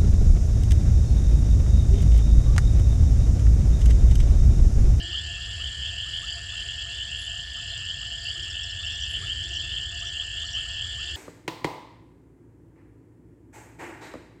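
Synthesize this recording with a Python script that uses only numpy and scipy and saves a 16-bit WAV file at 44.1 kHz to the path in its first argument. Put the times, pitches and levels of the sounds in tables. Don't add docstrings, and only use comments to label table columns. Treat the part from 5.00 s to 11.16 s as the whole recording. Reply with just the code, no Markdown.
import sys
import numpy as np
from scipy import signal
from scipy.fft import rfft, irfft
from scipy.io import wavfile
from scipy.ndimage import uniform_filter1d, map_coordinates

SR = 44100
rng = np.random.default_rng(int(sys.argv[2]) if len(sys.argv) > 2 else 0)


def digitize_waveform(pressure):
    field = np.atleast_2d(pressure).T
    bounded = np.clip(field, -1, 1)
    quanta = np.round(bounded * 32767).astype(np.int16)
    wavfile.write(sys.argv[1], SR, quanta)


N = 271656
T = np.arange(N) / SR

# frequency in Hz, level in dB.
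RUMBLE_SPECTRUM = [(20, -49), (32, -15), (45, -6.5), (62, 1), (75, 0.5), (100, -4), (125, -11), (160, -21),
                   (240, -30.5), (500, -59)]
INSECT_SPECTRUM = [(3400, -15.5), (3850, -7), (4200, -1.5), (4650, 2.5), (5000, 0), (5250, -6),
                   (5600, -10.5), (6100, -12), (7000, -27)]
AIR_SPECTRUM = [(100, 17.5), (220, -7.5), (370, 3.5), (550, -3), (800, -15.5), (1050, -20), (1500, 2.5),
                (2200, 3), (3800, -1.5), (6200, -13), (8000, -7), (8700, -6), (9600, -12), (11000, -15.5)]
WING_SPECTRUM = [(5800, -20), (6500, 12), (6950, -5.5), (7580, -5), (7800, -2), (8150, 0), (8700, -18)]
# time in seconds, level in dB.
RUMBLE_LEVELS = [(0.0, -36), (0.12, -38), (0.33, -35.5), (0.36, -39.5), (0.67, -35), (0.74, -42),
                 (0.79, -37), (1.04, -41.5), (3.26, -43), (4.19, -38), (5.01, -40.5), (5.23, -45.5),
                 (5.28, -42), (6.04, -41), (6.07, -46.5), (6.16, -34.5)]
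INSECT_LEVELS = [(0, -45), (3.1, -46.5), (3.7, -47), (4.4, -45.5), (5.2, -47), (6.16, -45)]
KATYDID_LEVELS = [(0, -50), (2.42, -48.5), (2.46, -59), (2.52, -52), (2.56, -49), (6.16, -48.5)]
CROWD_LEVELS = [(0, -35.7), (1.3, -35.8), (1.43, -41.5), (1.5, -35), (1.6, -36), (2.3, -36), (2.47, -38.5),
                (2.6, -36), (3.2, -36.3), (4.1, -34.3), (6.16, -35.2)]
# middle and length in seconds, start and end pitch in Hz, level in dB.
MOANS = [(0.07, .36, 341.7, 361.5, -47), (3.407, 0.15, 339, 356, -56), (4.254, 0.14, 350, 358, -50.5),
         (4.33, 0.5, 283, 261.7, -55), (4.48, .12, 346, 351.6, -48), (4.625, 0.21, 313, 351, -52.5),
         (4.875, .46, 350, 360, -57.5), (6.126, 0.44, 355, 318, -55)]
# time in seconds, level in dB.
TICKS = [(3.245, -36), (3.447, -40), (4.327, -42), (4.432, -44)]
# middle and length in seconds, level in dB.
BUZZES = [(.48, 0.71, -70.5), (1.254, 0.9, -68), (2.42, 0.82, -69.5), (3.32, 0.51, -72)]
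# start and end in seconds, pulses a second, pitch in Hz,
# level in dB.
CRICKET_SONGS = [(2.461, 3.42, 18, 4980, -43.5), (4.203, 4.72, 29.8, 4950, -49)]
# start in seconds, number of notes, notes a second, pitch in Hz, level in dB.
TRILLS = [(1.267, 7, 53, 4720, -34), (3.202, 8, 54, 4685, -34), (4.935, 4, 48, 4710, -39),
          (1.895, 2, 63, 4150, -45), (2.696, 3, 50, 4180, -38), (3.684, 2, 39, 4220, -40),
          (4.598, 2, 42, 4240, -43), (5.449, 4, 67, 4420, -37.5)]
# middle of the first squeak in seconds, level in dB.
SQUEAK_PAIRS = [(3.437, -39.5), (3.638, -39.5), (3.864, -40)]
# middle of the last note in seconds, level in dB.
TWITTERS = [(4.043, -38), (4.576, -39), (5.09, -40.5), (5.552, -39)]
# seconds before the last note, change of level in dB.
TWITTER_NOTES = [(.134, -8), (.084, -2), (.037, -2.5), (.019, 2.5), (0, 0)]
# middle and length in seconds, pitch in Hz, level in dB.
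PEEPS = [(2.217, 0.16, 10440, -54), (4.11, 0.13, 10800, -54.5)]
SKIPPED_STROKES = [3.097, 3.119]
# middle of the first whoop in seconds, number of whoops,
# seconds from one to the next, first and last level in dB.
WHOOPS = [(0.145, 4, .464, -50.5, -52), (0.385, 1, 0, -54, -54), (0.488, 1, 0, -56, -56),
          (1.242, 1, 0, -45.5, -45.5), (1.388, 5, .48, -54.5, -58), (2.581, 4, .451, -50.5, -59),
          (3.367, 2, .458, -54, -56), (4.237, 2, .418, -46.5, -57), (4.932, 1, 0, -57, -57),
          (5.037, 3, .411, -49.5, -55), (5.231, 3, .433, -54, -57), (5.58, 2, .418, -51, -50)]
# middle of the first call in seconds, number of calls,
# seconds from one to the next, first and last level in dB, pitch in Hz.
RATTLES = [(0.157, 4, .998, -31.5, -39.5, 3060), (0.655, 3, 1.04, -35.5, -39.5, 3150),
           (0.86, 2, .93, -36, -37.5, 3120), (1.015, 6, 1.007, -36, -38, 3070),
           (1.3, 4, .999, -38, -34.5, 3030), (1.595, 5, .995, -39, -33.5, 3060),
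           (2.405, 4, 1.002, -38.5, -38, 3120), (2.91, 4, .97, -35, -38.5, 3100),
           (4.155, 2, 1.045, -34, -34, 3110), (4.76, 2, 1.05, -32.5, -35.5, 3150)]


def undb(db):
    return 10 ** (np.asarray(db) / 20)


def unit(x):
    return x / np.sqrt(np.mean(x ** 2))


def steady(x, seconds):
    size = int(seconds * SR)
    return x / np.sqrt(uniform_filter1d(uniform_filter1d(x ** 2, size), size) + 1e-12)


def follow(levels):
    return undb(np.interp(T, *np.transpose(levels)))


def wander(rate):
    points = rng.standard_normal(1024)
    return unit(map_coordinates(points, [T * rate], order=3, mode="wrap"))


def shape(x, spectrum):
    hz, db = np.transpose(spectrum)
    bins = np.maximum(np.fft.rfftfreq(N, 1 / SR), 1)
    gain = undb(np.interp(np.log(bins), np.log(hz), db, right=-120))
    return irfft(rfft(x) * gain, N)


def noise(spectrum):
    return unit(shape(rng.standard_normal(N), spectrum))


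def rasp(db):
    return 1 + undb(db) * noise([(20, 0), (350, 0), (1000, -20)])


def note(length, start_hz, end_hz, phase=0):
    n = max(int(length * SR), 4)
    cycles = phase + np.cumsum(np.geomspace(start_hz, end_hz, n)) / SR
    return np.hanning(n) * np.sin(2 * np.pi * cycles)


def add(out, middle, sound):
    start = int(middle * SR) - len(sound) // 2
    a, b = max(start, 0), min(start + len(sound), N)
    if b > a:
        out[a:b] += sound[a - start:b - start]


def beats(rate):
    return T[1:][np.diff(np.floor(np.cumsum(rate) / SR)) > 0]


def calls(first_s, count, interval_s, first_db, last_db):
    return zip(first_s + interval_s * np.arange(count), np.linspace(first_db, last_db, count))


def echoes(x, echo_db, fade_s):
    t = T[:SR // 2]
    tail = rng.standard_normal(len(t)) * undb(-60 * t / fade_s) * (t > .004)
    return x + undb(echo_db) * signal.fftconvolve(x, tail / np.sqrt(np.sum(tail ** 2)))[:N]


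def background(air_db=-51, hum_hz=300, hum_db=-70):
    rumble = steady(noise(RUMBLE_SPECTRUM), .083) * follow(RUMBLE_LEVELS)
    insects = noise(INSECT_SPECTRUM) * follow(INSECT_LEVELS) * undb(-1 + 1.6 * wander(130))
    air = noise(AIR_SPECTRUM) * undb(air_db + 2.3 * wander(10))
    hum = undb(hum_db) * np.sin(2 * np.pi * hum_hz * T)
    return rumble + insects + air + hum


def far_toads(db=-62, hz=694):
    spectrum = [(560, -40), (hz - 35, -9), (hz - 14, 0), (hz + 10, 0), (hz + 28, -14), (820, -40)]
    return undb(db + 2 * wander(11)) * noise(spectrum)


def far_moans(overtone_db=-11):
    out = np.zeros(N)
    for s, length, start_hz, end_hz, db in MOANS:
        overtone = undb(overtone_db) * note(length, 2 * start_hz, 2 * end_hz)
        add(out, s, undb(db) * (note(length, start_hz, end_hz) + overtone))
    hoarse = out * (1 + wander(90))
    return echoes(hoarse, echo_db=-3, fade_s=.65) / 2


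def ticks(hz=10000, length_s=.0005):
    out = np.zeros(N)
    for s, db in TICKS:
        add(out, s, undb(db) * note(length_s, hz, hz))
    return out


def high_buzz(strokes_per_s=60):
    swells = np.zeros(N)
    for s, length, db in BUZZES:
        add(swells, s, undb(db) * np.hanning(int(length * SR)))
    strokes = 1 + np.sin(2 * np.pi * strokes_per_s * T + wander(8))
    hiss = noise([(8000, -30), (9600, -10), (10400, 5), (11200, -3)])
    return swells * unit(strokes * hiss)


def small_cricket(pulse_s=.03):
    out = np.zeros(N)
    for start, end, rate, hz, db in CRICKET_SONGS:
        for s in np.arange(start, end, 1 / rate):
            add(out, s, undb(db - 2 * rng.random()) * note(pulse_s, hz * 1.012, hz * .988, rng.random()))
    return echoes(out * rasp(db=-6), echo_db=-4, fade_s=.11)


def insect_trills(fall=.111, note_s=.021):
    out = np.zeros(N)
    for s, count, rate, hz, db in TRILLS:
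        for k in range(count):
            swell = np.sqrt(np.sin(np.pi * (k + .5) / count))
            tone = note(note_s, hz * (1 + fall), hz * (1 - fall), rng.random())
            add(out, s + k / rate, undb(db) * swell * tone)
    return echoes(out * rasp(db=-15), echo_db=-12, fade_s=.14)


def bats(squeak_hz=5350, squeak_s=.031, pair_gap_s=.07, twitter_hz=5720, twitter_s=.014, fall=.092):
    squeaks, peeps = np.zeros(N), np.zeros(N)
    glide = np.array([1 + fall, 1 - fall])
    for s, db in SQUEAK_PAIRS:
        for delay in (0, pair_gap_s):
            add(squeaks, s + delay, undb(db) * note(squeak_s, *(squeak_hz * glide)))
    for s, db in TWITTERS:
        for early, note_db in TWITTER_NOTES:
            add(squeaks, s - early, undb(db + note_db) * note(twitter_s, *(twitter_hz * glide)))
    for s, length, hz, db in PEEPS:
        add(peeps, s, undb(db) * note(length, hz * 1.03, hz * .97))
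    squeaks *= rasp(db=-7)
    peeps *= noise([(20, -14), (250, 6), (700, -25)])
    return echoes(squeaks + peeps, echo_db=-8, fade_s=.073)


def wing_chirps(chirps_per_s, hz=7480, drop_hz=85, fall=.08, stroke_s=.0068, gap_s=.0055):
    ring = np.zeros(N)
    times = beats(chirps_per_s * (1 + .013 * wander(3)))
    for s, chance in zip(times, rng.standard_normal((300, 4, 3))):
        for k, stroke_db in enumerate([-1.5, 0, 0, -10]):
            louder, late, phase = chance[k]
            pitch = hz - k * drop_hz
            stroke = note(stroke_s, pitch * (1 + fall), pitch * (1 - fall), phase)
            add(ring, s + (k + .06 * late) * gap_s, undb(stroke_db + 1.5 * louder) * stroke)
    return unit(shape(ring * rasp(db=-10.5), WING_SPECTRUM))


def katydids(far_db=-58):
    near = echoes(wing_chirps(37.6) * follow(KATYDID_LEVELS), echo_db=-11, fade_s=.12)
    far = unit(echoes(wing_chirps(35.8), echo_db=3, fade_s=.2))
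    return near + undb(far_db) * far


def mole_cricket(hz=1755, strokes_per_s=91.3, stroke_s=.011, db=-38.5):
    out = np.zeros(N)
    times = beats(strokes_per_s * (1 + .006 * wander(5.4)))
    for s, (louder, higher, phase) in zip(times, rng.standard_normal((700, 3))):
        if min(abs(s - skip) for skip in SKIPPED_STROKES) > .5 / strokes_per_s:
            pitch = hz * (1 + .004 * higher)
            add(out, s, undb(db + .5 * louder) * note(stroke_s, pitch, pitch, phase))
    return echoes(out, echo_db=-12, fade_s=.2)


def whooping_frogs(start_hz=1010, end_hz=1650, whoop_s=.056, far_db=-61):
    near, far = np.zeros(N), np.zeros(N)
    for frog in WHOOPS:
        for s, db in calls(*frog):
            add(near, s, undb(db) * note(whoop_s, start_hz, end_hz))
    for when, higher in rng.random(size=(220, 2)):
        add(far, when * T[-1], note(whoop_s, 1170 * (1 + .1486 * higher), 1680 * (1 + .15 * higher)))
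    near = echoes(near, echo_db=-9, fade_s=.3)
    murmur = steady(echoes(far, echo_db=8, fade_s=.4), .1)
    return near + undb(far_db) * murmur


def rattle(hz, rise, length_s=.095, pulses_per_s=225, ring_s=.0052):
    chance, phase = rng.standard_normal((64, 3)), rng.random(64)
    faster, late, louder = chance.T
    rate = pulses_per_s * np.exp(.18 * np.clip(faster[0], -1.5, 1.5))
    call = np.zeros(int((length_s + 2 * ring_s) * SR))
    for k in range(min(int(length_s * rate), 64)):
        progress = np.clip((k + .5 + .13 * late[k]) / (length_s * rate), 0, 1)
        pitch = hz * (1 + rise * (progress - .5))
        swell = np.sqrt(np.sin(np.pi * progress))
        pulse = note(ring_s, pitch, pitch, phase[k]) * swell * undb(.8 * louder[k])
        start = int(progress * length_s * SR)
        call[start:start + len(pulse)] += pulse
    return unit(call)


def rattling_frogs(crowd_hz=3090, spread_hz=330, crowd_calls=170, throb_hz=72, band_hz=(2620, 3540)):
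    near, crowd = np.zeros(N), np.zeros(N)
    for *frog, hz in RATTLES:
        for s, db in calls(*frog):
            add(near, s, undb(db) * rattle(hz, rise=.14))
    for k, (when, higher) in enumerate(rng.random(size=(crowd_calls, 2))):
        pitch = crowd_hz + spread_hz * (k % 2 + higher - 1)
        add(crowd, (k + when) / crowd_calls * T[-1], rattle(pitch, rise=.09))
    chorus = near + steady(crowd, .005) * follow(CROWD_LEVELS)
    throb = np.sin(2 * np.pi * np.cumsum(throb_hz * (1 + .2 * wander(14))) / SR)
    chorus *= 1 + .5 * np.tanh(1.2 * wander(115) + 1.1 * throb + .65)
    chorus = signal.sosfilt(signal.butter(4, band_hz, "band", fs=SR, output="sos"), chorus)
    return undb(-1.9) * echoes(chorus, echo_db=-17, fade_s=.3)


def scene():
    frogs = rattling_frogs() + whooping_frogs() + far_toads()
    insects = mole_cricket() + katydids() + small_cricket() + insect_trills() + high_buzz()
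    return (frogs + insects + bats() + far_moans() + ticks() + background())[None]


def record(dry):
    bass_cut = signal.butter(6, 32, "high", fs=SR, output="sos")
    treble_cut = signal.ellip(10, .2, 70, 11100, fs=SR, output="sos")
    return signal.sosfilt(treble_cut, signal.sosfilt(bass_cut, dry))


dry = scene()
out = record(dry)
digitize_waveform(out)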